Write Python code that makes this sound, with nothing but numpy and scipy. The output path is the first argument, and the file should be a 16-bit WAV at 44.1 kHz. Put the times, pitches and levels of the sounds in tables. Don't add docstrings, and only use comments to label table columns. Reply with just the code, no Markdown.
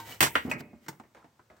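import sys
import numpy as np
from scipy import signal
from scipy.fft import rfft, irfft
from scipy.io import wavfile

SR = 44100
rng = np.random.default_rng(int(sys.argv[2]) if len(sys.argv) > 2 else 0)


def dump_mix(stems):
    frames = np.atleast_2d(stems).T
    limited = np.clip(frames, -1, 1)
    pcm = np.round(limited * 32767).astype(np.int16)
    wavfile.write(sys.argv[1], SR, pcm)


def attenuation_scalar(level_db):
    decades = np.asarray(level_db, float) / 20
    return 10 ** decades


N = 70560
LEFT_LAG = 16


def evened(x):
    return x / np.sqrt(np.mean(x ** 2) + 1e-20)


def read(points, hz):
    f, value = np.transpose(points)
    return np.interp(np.log(hz + 1), np.log(f + 1), value)


def add(mix, s, sound, pan_db=0, lag=0):
    at = round(s * SR)
    sound = np.array([np.pad(sound[0], (lag, 0)), np.pad(sound[1], (0, lag))])
    sound = sound[:, max(-at, 0):] * attenuation_scalar(np.array([[.5], [-.5]]) * pan_db)
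    part = mix[:, max(at, 0):][:, :sound.shape[1]]
    part += sound[:, :part.shape[1]]


# frequency in Hz, left-right likeness (0 to 1).
PORT_LIKENESS = [(60, 0.96), (500, 0.94), (1000, 0.5), (4000, 0.45), (16000, 0.45)]


def ports(hz, z):
    same = np.clip(read(PORT_LIKENESS, hz), 0, 1)
    return np.array([z[0], same * z[0] + np.sqrt(1 - same ** 2) * z[1]])


def coloured(x, tone):
    n = x.shape[-1]
    return irfft(rfft(x) * attenuation_scalar(read(tone, np.fft.rfftfreq(n, 1 / SR))), n)


def ring(hz, size, t60, size_n=11000, crack=1):
    rise_cycles = 0.96
    crack_height, crack_s = 0.59, 0.0035
    length = min(size_n, int(np.max(t60) * SR) + 400)
    t = np.arange(length, dtype=np.float32) / np.float32(SR)
    spin = 2j * np.pi * hz - np.log(1000) / np.maximum(t60, .004)
    waves = np.exp(np.outer(spin.astype(np.complex64), t))
    waves *= np.minimum(np.outer((hz / rise_cycles).astype(np.float32), t), 1)
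    fade_out = np.minimum(4 - 4 * t / t[-1], 1)
    first_contact = 1 + crack * crack_height * np.exp(-t / crack_s)
    return (size.astype(np.complex64) @ waves).imag * fade_out * first_contact


def plate(tone, t60s, scale, tilt_db=0, lean=((1, 0), (2, 0)), count=260, size_n=7000, top=16100,
          pitch=None, crack=1):
    mode_spread_db, phase_spread = 4, .7
    pitch_db, pitch_octaves = 9, 0.2
    draw = rng.random((count, 4))
    u = (np.arange(count) + draw[:, 0]) / count
    hz = 50 + (top - 50) * u ** 2
    db = read(tone, hz) + 10 * np.log10(u + 0.015) + tilt_db * np.log2(hz / 1000)
    db += mode_spread_db * 2 * (draw[:, 1] - .5)
    if pitch:
        db += pitch_db * np.exp(-.5 * (np.log2(hz / pitch) / pitch_octaves) ** 2)
    starts = np.exp(2j * np.pi * phase_spread * (draw[:, 2:].T - .5))
    size = ports(hz, starts) * attenuation_scalar(db + np.outer([.5, -.5], read(lean, hz)))
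    size = size / np.sqrt(0.28 * np.sum(abs(size) ** 2))
    return ring(hz, size, read(t60s, hz) * scale, size_n=size_n, crack=crack)


def tuned(modes, db):
    modes_apart, port_turn = .3, .12
    hz, level_db, t60 = np.transpose(modes)
    turn = modes_apart * rng.random(len(hz)) + port_turn * rng.uniform(-1, 1, (2, len(hz)))
    return ring(hz, np.exp(2j * np.pi * turn) * attenuation_scalar(level_db + db), t60, size_n=SR // 2)


# start in seconds, level in dB, ring scale.
SLAMS = [
    (0.2056, -17, 0.35),
    (0.207, -23.5, 0.83),
    (0.2141, -23.5, 1.54),
    (0.2268, -18.5, 0.62),
    (0.2299, -24.5, 0.73),
    (.239, -28, 0.73),
    (0.265, -35, 0.61),
    (0.276, -42.5, 0.12),
]
# frequency in Hz, level in dB.
SLAM_TONE = [(35, -34.5), (60, -11), (330, -4.5), (503, -7.5), (1860, -3), (3580, -10), (4120, -12),
             (5330, -12), (16000, -7)]
# frequency in Hz, T60 in seconds.
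SLAM_T60 = [(80, 0.17), (400, 0.19), (2000, 0.2), (6000, 0.26), (16000, 0.11)]
# frequency in Hz, left minus right in dB.
SLAM_LEAN = [(60, -3.5), (240, -6.5), (950, 0), (3770, -2.5), (15000, -1.5)]
# frequency in Hz, level in dB, T60 in seconds.
SHEET_MODES = [(135, -4, .12), (318, -6, .14), (379, -7, .08), (836, -9, .09), (995, -2, .04),
               (1620, -1, .025), (1975, -1, .03), (2105, -9, .16), (2632, -10, .14), (3000, -5, .03),
               (3257, -12, .14), (4527, -12, .15)]


def slams():
    out = np.zeros((2, N))
    for s, db, scale in SLAMS:
        add(out, s, attenuation_scalar(db) * plate(SLAM_TONE, SLAM_T60, scale, lean=SLAM_LEAN, size_n=3200), lag=LEFT_LAG)
    for s, db, scale in SLAMS[:4:3]:
        add(out, s, tuned(SHEET_MODES, db - 9))
    return out


# level in dB, ring scale, left minus right in dB.
CLANK = (-22.5, 1, 0)
# frequency in Hz, level in dB.
CLANK_TONE = [(60, -22), (600, -8.5), (1400, -2), (2500, -8.5), (4300, -22.5), (5000, -30.5), (16000, -28)]
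# frequency in Hz, T60 in seconds.
CLANK_T60 = [(80, 0.18), (500, 0.12), (2000, 0.17), (5000, 0.18), (16000, 0.12)]
# frequency in Hz, level in dB, T60 in seconds.
CLANK_MODES = [(280, -12, .1), (517, -13, .1), (716, -15, .08), (968, -11, .07), (1410, 0, .045),
               (1560, -2, .035), (1790, -8, .1), (1927, -12, .17), (2094, -12, .15), (2466, -13, .12),
               (3000, -7, .04)]


def clank():
    out, s = np.zeros((2, N)), .3542
    db, scale, pan_db = CLANK
    add(out, s, attenuation_scalar(db) * plate(CLANK_TONE, CLANK_T60, scale), pan_db, lag=LEFT_LAG)
    add(out, s, tuned(CLANK_MODES, -21.5), pan_db)
    return out


# level in dB, ring scale, left minus right in dB.
CLINK = (-32.5, 0.66, 0)
# frequency in Hz, level in dB.
CLINK_TONE = [(180, -38), (300, 3), (1530, 0.5), (2480, 2), (3080, -23), (3460, -22), (4370, -13.5),
              (16000, -13.5)]
# frequency in Hz, T60 in seconds.
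CLINK_T60 = [(300, 0.0333), (2200, 0.42), (3500, 0.25), (16000, 0.057)]
# frequency in Hz, level in dB, T60 in seconds.
CLINK_MODES = [(920, -9, .04), (1986, -11, .1), (2207, -17, .2), (2509, 0, .07), (2805, -18, .1),
               (7790, -18, .05)]
# frequency in Hz, level in dB, T60 in seconds.
FRAME_MODES = [(588, -2, 1.06), (2150, -6, 0.68), (2160, -12, 1.06), (2240, -12.5, 0.71)]


def clink():
    out, s = np.zeros((2, N)), .5141
    db, scale, pan_db = CLINK
    add(out, s, attenuation_scalar(db) * plate(CLINK_TONE, CLINK_T60, scale), pan_db, lag=LEFT_LAG)
    add(out, s, tuned(CLINK_MODES, -26), pan_db)
    add(out, s, tuned(FRAME_MODES, -53.5))
    return out


# start in seconds, level in dB, ring scale.
THUDS = [(0.4499, -36, 0.75), (.467, -35, 1.5), (.479, -37, 0.72), (0.498, -37.5, 0.79), (.52, -40, 1.4),
         (.552, -42.5, 2.1), (.607, -44.5, 0.82), (.68, -56.5, 1.5), (.731, -49, 0.87), (.887, -44, 0.68),
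         (0.9989, -45, 0.35), (1.244, -51, 0.41)]
# frequency in Hz, level in dB.
THUD_TONE = [(50, -25), (110, -8.5), (245, -3), (500, -16), (800, -21), (3000, -39.5)]
# frequency in Hz, T60 in seconds.
THUD_T60 = [(60, 0.13), (250, 0.16), (2500, 0.27)]
# frequency in Hz, left minus right in dB.
THUD_LEAN = [(60, 1.5), (250, -4), (1000, 1)]


def thuds():
    out = np.zeros((2, N))
    for s, db, scale in THUDS:
        blow = plate(THUD_TONE, THUD_T60, scale, lean=THUD_LEAN, count=60, top=3000, crack=0)
        add(out, s, attenuation_scalar(db) * blow)
    return out


# start in seconds, swell in seconds, fade in seconds, level in dB.
SCRAPES = [
    (-.03, 0.025, 0.047, -45.5),
    (0.018, 0.1, 0.055, -44.5),
    (0.331, 0.017, 0.013, -53),
    (0.38, 0.078, 0.056, -57),
    (.494, 0.0076, 0.024, -46.5),
    (0.577, 0.031, 0.0068, -49.5),
    (0.799, 0.049, 0.036, -65),
    (.13, 0.044, 0.06, -58),
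]
# frequency in Hz, level in dB.
SCRAPE_TONE = [(35, -56.5), (60, -6), (666, -9.5), (749, -7.5), (2970, -14), (6900, -16), (9350, -17.5),
               (11800, -14.5), (16000, -15)]
# frequency in Hz, width in Hz, level in dB.
SCRAPE_PEAKS = [(1955, 60, -2.5), (2270, 50, -3.5), (2950, 130, -9)]


def scrapes():
    slips_per_s, slip_spread_db, ring_db = 2200, -0.5, -11.5
    slips = (rng.random((2, N)) < slips_per_s / SR) * rng.choice([-1., 1.], (2, N))
    slips = slips * attenuation_scalar(slip_spread_db * np.minimum(rng.exponential(1, (2, N)), 2))
    hz = np.fft.rfftfreq(N, 1 / SR)
    peaks = sum(attenuation_scalar(db) / (1 + 2j * (hz - f) / w) for f, w, db in SCRAPE_PEAKS)
    z = ports(hz, rfft(evened(slips) + 0.65 * rng.standard_normal((2, N))))
    grit = evened(irfft(z * attenuation_scalar(read(SCRAPE_TONE, hz)), N))
    grit = grit + attenuation_scalar(ring_db) * evened(irfft(z * peaks, N))
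    t, pressure = np.arange(N) / SR, np.zeros((2, N))
    for s, swell, fade, db in SCRAPES:
        pressure += attenuation_scalar(db) * np.interp(t, [s, s + swell, s + swell + fade], [0, 1, 0])
    return grit * pressure


def pitched_blows(rows, tone, t60s):
    out = np.zeros((2, N))
    for s, db, tilt_db, scale, pitch in rows:
        add(out, s, attenuation_scalar(db) * plate(tone, t60s, scale, tilt_db, count=160, size_n=10000, pitch=pitch))
    return out


# start in seconds, level in dB, brightness in dB per octave, ring scale,
# loudest pitch in Hz.
KNOCKS = [
    (.124, -47, 0.5, 0.15, 2900),
    (.538, -49, 4, 0.18, 4830),
    (.6065, -41.5, -2, 0.65, 4470),
    (.863, -53.5, -0.7, 1.74, 2148),
    (.8822, -42.5, 1.5, 1.4, 1530),
    (.8852, -39, 4.5, 1.42, 897),
    (.928, -56.5, 0, 2.04, 975),
]
# frequency in Hz, level in dB.
KNOCK_TONE = [(35, -39.5), (60, -9.5), (330, 0.5), (715, -12.5), (903, -7.5), (2000, -9), (2410, -20),
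              (5590, -20), (16000, -30)]
# frequency in Hz, T60 in seconds.
KNOCK_T60 = [(80, 0.085), (500, 0.082), (2000, 0.059), (16000, 0.06)]
# frequency in Hz, level in dB, T60 in seconds.
CLAMP_MODES = [(145, -3, .13), (334, -2, .07), (905, -1, .085), (1450, -4, .06), (2046, -8, .06),
               (3036, -11, .036), (5631, -9, .03), (7600, -16, .02), (6660, -18, .03)]


def clamp():
    out = pitched_blows(KNOCKS, KNOCK_TONE, KNOCK_T60)
    add(out, .8835, tuned(CLAMP_MODES, -39))
    return out


# start in seconds, level in dB, brightness in dB per octave, ring scale,
# loudest pitch in Hz.
TAPS = [
    (.9985, -46.5, 0, 0.4, 892),
    (1.035, -57, -3, 0.8, 2100),
    (1.1475, -54, 0.75, 0.9, 542),
    (1.168, -58, 1, 1.64, 904),
    (1.243, -56, -1.4, 0.69, 836),
    (1.394, -56.5, -2.2, 0.564, 1416),
    (1.5005, -55.5, -1.25, 1.3, 620),
    (1.565, -67, 4.5, 1.4, 1305),
]
# frequency in Hz, level in dB.
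TAP_TONE = [(60, -5), (400, 1), (550, -2.5), (1500, -2.5), (2300, -9.5), (3000, -17), (8000, -25),
            (16000, -36.5)]
# frequency in Hz, T60 in seconds.
TAP_T60 = [(100, 0.23), (1000, 0.22), (16000, 0.18)]


def lever():
    return pitched_blows(TAPS, TAP_TONE, TAP_T60)


# start in seconds, pitch in Hz, level in dB, T60 in seconds.
RATTLES = [(0.263, 1020, -29, 0.025), (.27, 1413, -32.5, 0.036), (0.274, 1640, -31, 0.021),
           (.28, 900, -39, .08), (.293, 2200, -43.5, 0.013), (.306, 930, -44.5, 0.078),
           (0.4504, 254, -25, 0.05), (0.514, 5830, -55, 0.057), (.515, 610, -35, 0.037),
           (.731, 696.6, -53, 0.031), (.497, 260, -30.5, 0.049), (.498, 2950, -48.5, .03),
           (.123, 2960, -46, 0.078), (.36, 80, -44.5, 0.18), (.745, 75, -54, .15), (1.17, 70, -62, .12),
           (1.227, 1300, -56, 0.025), (1.243, 826, -60.5, .06), (1.394, 1010, -55.5, 0.041),
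           (1.5, 2050, -58.5, 0.035), (.999, 602, -48.5, 0.027), (.927, 902, -54.5, 0.03)]


def rattles():
    out = np.zeros((2, N))
    for s, hz, db, t60 in RATTLES:
        add(out, s, tuned([(hz, 0, t60)], db))
    return out


# frequency in Hz, level in dB, T60 in seconds.
EARLIER_MODES = [(108, -12, 0.99), (324, -15, 0.38), (915, 1, 0.33), (1070, 2.5, 0.1), (1550, -8.5, 0.27),
                 (2300, -13, .12), (3870, -11.5, 0.11)]


def earlier_blow():
    out = np.zeros((2, N))
    add(out, -.01, tuned(EARLIER_MODES, -42.5))
    return out


# frequency in Hz, T60 in seconds.
SHOP_T60 = [(80, 1), (300, 1), (1000, 0.17), (2200, 0.57), (4500, 0.19), (16000, 0.65)]


def shop(x):
    taps = np.zeros((2, SR))
    at = np.arange(300, SR - 20, 20)
    signs = rng.choice([-1., 1.], (2, len(at)))
    np.put_along_axis(taps, at + rng.integers(0, 20, (2, len(at))), signs, 1)
    hz, t, z = signal.stft(taps, SR, nperseg=512)
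    z = ports(hz[:, None], z) * attenuation_scalar(-60 * t / np.maximum(read(SHOP_T60, hz), .05)[:, None])
    tail = signal.istft(z, SR, nperseg=512)[1]
    return signal.fftconvolve(x, tail / np.linalg.norm(tail[0]), axes=1)[:, :N]


# frequency in Hz, level in dB.
AIR = [(30, -17), (110, -1), (400, -12.5), (960, -9), (2600, -19.5), (8000, -22), (16000, -25.5)]


def air():
    hz = np.fft.rfftfreq(N, 1 / SR)
    z = ports(hz, rfft(rng.standard_normal((2, N))))
    return attenuation_scalar(-72) * evened(irfft(z * attenuation_scalar(read(AIR, hz)), N))


def scene():
    sheet = slams() + clank() + clink() + thuds() + scrapes()
    machine = clamp() + lever() + rattles() + earlier_blow()
    near = sheet + machine
    return near + attenuation_scalar(-16) * shop(near.mean(0, keepdims=True)) + air()


def top_cut(x):
    return signal.sosfilt(signal.butter(12, 16970, fs=SR, output="sos"), x)


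# frequency in Hz, level in dB.
MICROPHONE = [(25, -21), (70, 4), (8500, 2), (9600, -5.5), (12000, -1.5), (15500, 1.5)]


def record(dry):
    low_pass = signal.firwin(255, 16100, window=("kaiser", 8), fs=SR)
    mix = signal.oaconvolve(coloured(dry, MICROPHONE), low_pass[None], "same", axes=1)
    return top_cut(mix)


dry = scene()
out = record(dry)
dump_mix(out)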